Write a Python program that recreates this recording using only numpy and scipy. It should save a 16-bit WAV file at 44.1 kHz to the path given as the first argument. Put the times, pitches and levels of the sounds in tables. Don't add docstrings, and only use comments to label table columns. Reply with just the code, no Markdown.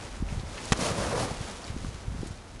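import sys
import numpy as np
from scipy.fft import rfft, irfft, next_fast_len
from scipy.io import wavfile
from scipy.ndimage import map_coordinates

SR = 44100
rng = np.random.default_rng(int(sys.argv[2]) if len(sys.argv) > 2 else 0)


def dump(signal):
    limited = np.clip(np.atleast_2d(signal).T, -1, 1)
    pcm = np.round(limited * 32767).astype(np.int16)
    wavfile.write(sys.argv[1], SR, pcm)


N = 114660
T = np.arange(N) / SR

# t/s, hiss level/dB, relative rush level/dB
WIND_LEVELS = [(0, -50, -48.5), (.07, -47, -44.5), (.1, -53.5, -49.5), (.15, -49.5, -47.5),
               (.24, -55.5, -51.5), (.32, -49.5, -45.5), (.44, -52.5, -49.5), (.51, -48, -47.5),
               (.58, -46.5, -44.5), (.68, -43.5, -46), (.75, -46, -43), (1.36, -45.5, -45.5),
               (1.49, -45, -44), (1.6, -49.5, -48), (1.68, -47, -46.5), (1.73, -51.5, -49),
               (1.86, -49, -50.5), (1.92, -52.5, -50), (2.1, -54.5, -50.5), (2.27, -51.5, -50),
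               (2.4, -56, -53)]
# t/s, relative level/dB
RUMBLE_LEVELS = [(0, -45), (.12, -49), (.23, -39), (.28, -42), (.39, -38), (.48, -43.5), (.54, -48),
                 (.7, -45.5), (.82, -43), (1.22, -42), (1.5, -47), (1.62, -55), (1.72, -41), (1.87, -42),
                 (2.02, -47.5), (2.1, -39), (2.26, -40.5), (2.38, -53), (2.6, -47.5)]
# t/s, envelope peak/dB, f/Hz
SOFT_BUMPS = [(.209, -29.5, 60), (.2262, -19, 175), (.235, -23.5, 50), (0.308, -24, 74.4), (.326, -26, 145),
              (0.379, -21, 65.5), (.399, -24, 80), (.436, -32, 125), (.478, -28, 70), (0.8241, -23, 163),
              (1.316, -24, 139.8), (1.412, -22.5, 100), (1.704, -25, 98), (1.766, -23.5, 213),
              (1.848, -23.5, 169), (1.868, -25.5, 103), (1.889, -26, 88), (1.951, -29, 97.5),
              (2.084, -22, 93), (2.149, -25.5, 162), (2.192, -29, 109), (2.209, -24, 89.5),
              (2.233, -22, 253), (2.263, -28.5, 230), (2.31, -27.5, 105)]
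# t/s, level/dB, f/Hz, half-width as a fraction of f, decay time/s
FAINT_TICKS = [(.285, -44, 2190, .23, 0.014), (.396, -40.5, 3800, 0.27, .004),
               (.575, -38, 2140, 0.59, 0.017), (.654, -34.5, 6500, .57, .004),
               (.775, -32.5, 5900, .32, .003), (.809, -32, 5900, .34, .004), (1.306, -35, 550, .4, 0.012),
               (1.642, -33.5, 4750, .09, 0.0019), (1.679, -41, 3100, .45, 0.01),
               (1.847, -35.5, 1210, 0.063, 0.0033), (1.944, -38.5, 2970, .85, 0.0025),
               (2.27, -47, 7600, .41, 0.014)]
# t/s, swish level/dB, relative level of the hollow body/dB
SLIDE_LEVELS = [(.74, -55, -47), (.775, -47, -39), (.815, -33.5, -33), (.865, -32, -32.5), (.9, -36.5, -32),
                (.935, -46, -39.5), (1.0, -37, -33), (1.045, -39.5, -32.5), (1.09, -42.5, -35),
                (1.14, -44, -30.5), (1.21, -36, -34), (1.25, -38.5, -34.5), (1.28, -52, -36.5),
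                (1.35, -62, -48.5)]
# t/s, f/Hz, level/dB
FOLD_RESONANCE = [(.79, 400, -64), (.835, 465, -32.5), (.855, 615.2, -37.5), (.885, 695.3, -37.5),
                  (.93, 448.8, -61), (1.01, 612.3, -33), (1.08, 544.7, -48), (1.125, 559.7, -34.5),
                  (1.155, 492.5, -37.5), (1.2, 605, -36), (1.235, 792, -40), (1.3, 700, -58)]
# t/s, level/dB
FLUTTER_LEVELS = [(.75, -55), (.8, -29.5), (.86, -44), (.91, -35), (.95, -40), (.99, -32), (1.04, -39.5),
                  (1.09, -34), (1.16, -39.5), (1.25, -34), (1.34, -57)]
# t/s, level/dB, decay time/s, fraction of power in the scrape
KNOCK_CONTACTS = [(0.7199, -25, 0.0011, 0), (0.7212, -14.5, 0.0015, 0), (.7216, -12, 0.0017, .3),
                  (0.7239, -22, 0.0019, 0.2), (0.7266, -17, 0.0025, 0.99), (0.7305, -20.5, 0.0022, 0.05),
                  (0.7312, -18.5, 0.0012, 0.24)]
# f/Hz, level/dB, time to fall by 60 dB/s
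OBJECT_MODES = [(238, -21, 0.035), (478, -19.5, 0.044), (794, -23.5, 0.043), (1130, -27, 0.053),
                (1510, -27.5, .032), (1950, -23.5, .026), (2590, -25, 0.015)]

# f/Hz, relative spectral level/dB
SNOW_SPECTRUM = [(600, -65), (1500, -4.5), (2500, 0), (4000, -0.5), (6500, -2), (8000, -6), (10000, -7),
                 (12000, -14.5)]
RUSH_SPECTRUM = [(80, -28), (200, 2.5), (400, -0.5), (700, -2), (1300, -6), (2200, -11.5), (5000, -32.5)]
RUMBLE_SPECTRUM = [(10, -24), (30, 5), (70, 3), (110, -3), (180, -8.5), (300, -19.5), (700, -45.5)]
SWISH_SPECTRUM = [(600, -3.5), (1500, -0.5), (2300, 0.5), (3300, -1), (5000, 0), (6500, -1.5), (8000, -5.5),
                  (10000, -3.5), (12000, -12.5)]
HOLLOW_SPECTRUM = [(100, -22), (200, -14), (340, -3), (480, 3), (650, 1), (820, -2), (1200, -2.5),
                   (1800, -11.5), (4000, -30.5)]
FLUTTER_SPECTRUM = [(50, -18), (110, 0.5), (170, -1), (260, -6.5), (380, -10.5), (700, -34)]
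CRACK_SPECTRUM = [(100, -21), (400, 3.5), (1100, 2), (2700, -0.5), (4000, -8.5), (7000, -23), (11000, -20)]
SCRAPE_SPECTRUM = [(500, -14), (2500, -3), (4200, -3), (6200, 0.5), (9000, -4), (11500, -18)]
# f/Hz, gain/dB
MICROPHONE_RESPONSE = [(10300, 0.5), (11000, -5), (11800, -11.5), (12400, -34)]


def amp(db):
    return 10 ** (np.asarray(db) / 20)


def unit(x):
    return x / np.sqrt(np.mean(x ** 2) + 1e-20)


def curves(rows):
    times, *columns = np.transpose(rows)
    return [np.interp(T, times, column) for column in columns]


def wobble(rate):
    return map_coordinates(rng.standard_normal(4096), [T * rate], mode="wrap")


def filtered(x, response):
    size = next_fast_len(N + 8192)
    return irfft(rfft(x, size) * response(np.fft.rfftfreq(size, 1 / SR)), size)[:N]


def coloured(x, spectrum):
    f, db = np.transpose(spectrum)
    return filtered(x, lambda hz: amp(np.interp(np.log(hz + 1), np.log(f + 1), db)))


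def noise(spectrum):
    return unit(coloured(rng.standard_normal(N), spectrum))


def grainy(spectrum, rate, spread_db, share):
    impulses = (rng.random(N) < rate / SR) * rng.choice([-1, 1], N)
    sizes = amp(spread_db * np.clip(rng.standard_normal(N), -2, 2))
    grains = unit(coloured(impulses * sizes, spectrum))
    return np.sqrt(share) * grains + np.sqrt(1 - share) * noise(spectrum)


def burst(onset, decay_s, attack_s=0.00036):
    age = np.maximum(T - onset, 0)
    return (1 - np.exp(-age / attack_s)) * np.exp(-np.minimum(age / decay_s, 50))


def shaped(envelope, x):
    return unit(envelope * x) * np.sqrt(np.mean(envelope ** 2))


def wind():
    hiss_db, rush_db = curves(WIND_LEVELS)
    hiss_gain = amp(hiss_db + 0.93 * wobble(60))
    hiss = hiss_gain * grainy(SNOW_SPECTRUM, rate=1000, spread_db=6.5, share=0.29)
    rush = amp(rush_db + 2) * noise(RUSH_SPECTRUM)
    return hiss + rush


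def jostle(bump_cycles=0.38):
    rumble_db, = curves(RUMBLE_LEVELS)
    out = amp(rumble_db + 2.5 + 1.1 * wobble(25.18)) * noise(RUMBLE_SPECTRUM)
    for (peak_s, db, hz), phase in zip(SOFT_BUMPS, rng.random(len(SOFT_BUMPS))):
        cycles = (T - peak_s) * hz
        envelope = np.exp(-np.minimum((cycles / bump_cycles) ** 2, 20))
        out += amp(db) * envelope * np.cos(2 * np.pi * (cycles + phase))
    return out


def ticks():
    out = np.zeros(N)
    for onset, db, hz, width, decay_s in FAINT_TICKS:
        band = filtered(rng.standard_normal(N), lambda f: 1 / (1 + ((f - hz) / (width * hz)) ** 2))
        out += amp(db) * shaped(burst(onset, decay_s), band)
    return out


def fabric():
    swish_db, body_db = curves(SLIDE_LEVELS)
    fold_hz, fold_db = curves(FOLD_RESONANCE)
    flutter_db, = curves(FLUTTER_LEVELS)
    sliding = (T > SLIDE_LEVELS[0][0]) & (T < SLIDE_LEVELS[-1][0])
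    flicker_db = wobble(89)
    swish = amp(swish_db + flicker_db) * grainy(SWISH_SPECTRUM, rate=3000, spread_db=4, share=0.49)
    body_gain = amp(body_db - 1.5 + 0.96 * flicker_db)
    body = body_gain * grainy(HOLLOW_SPECTRUM, rate=760, spread_db=5, share=0.38)
    drift = wobble(115) + 1j * wobble(115)
    glide = np.exp(2j * np.pi * np.cumsum(fold_hz) / SR)
    fold = amp(fold_db) * unit(np.real(drift * glide))
    flutter = amp(flutter_db) * noise(FLUTTER_SPECTRUM)
    return sliding * (swish + body + fold + flutter)


def knock(thud_s=0.7207, thud_db=-9, thud_hz=156):
    thud_envelope = burst(thud_s, decay_s=0.0028, attack_s=0.00022)
    out = amp(thud_db) * thud_envelope * np.sin(2 * np.pi * thud_hz * (T - thud_s))
    for onset, db, decay_s, scrape_share in KNOCK_CONTACTS:
        crack = np.sqrt(1 - scrape_share) * noise(CRACK_SPECTRUM)
        scrape = np.sqrt(scrape_share) * noise(SCRAPE_SPECTRUM)
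        out += amp(db) * shaped(burst(onset, decay_s), crack + scrape)
    hardest_s = max(KNOCK_CONTACTS, key=lambda row: row[1])[0]
    for hz, db, t60 in OBJECT_MODES:
        envelope = burst(hardest_s, decay_s=t60 / np.log(1000), attack_s=0.000067)
        out += amp(db) * envelope * np.sin(2 * np.pi * hz * (T - hardest_s))
    return out


def scene():
    return (wind() + fabric() + knock() + jostle() + ticks())[None]


def record(dry):
    cutoff_hz = 12500
    dulled = coloured(dry[0], MICROPHONE_RESPONSE)
    return filtered(dulled, lambda hz: hz < cutoff_hz)[None]


dry = scene()
out = record(dry)
dump(out)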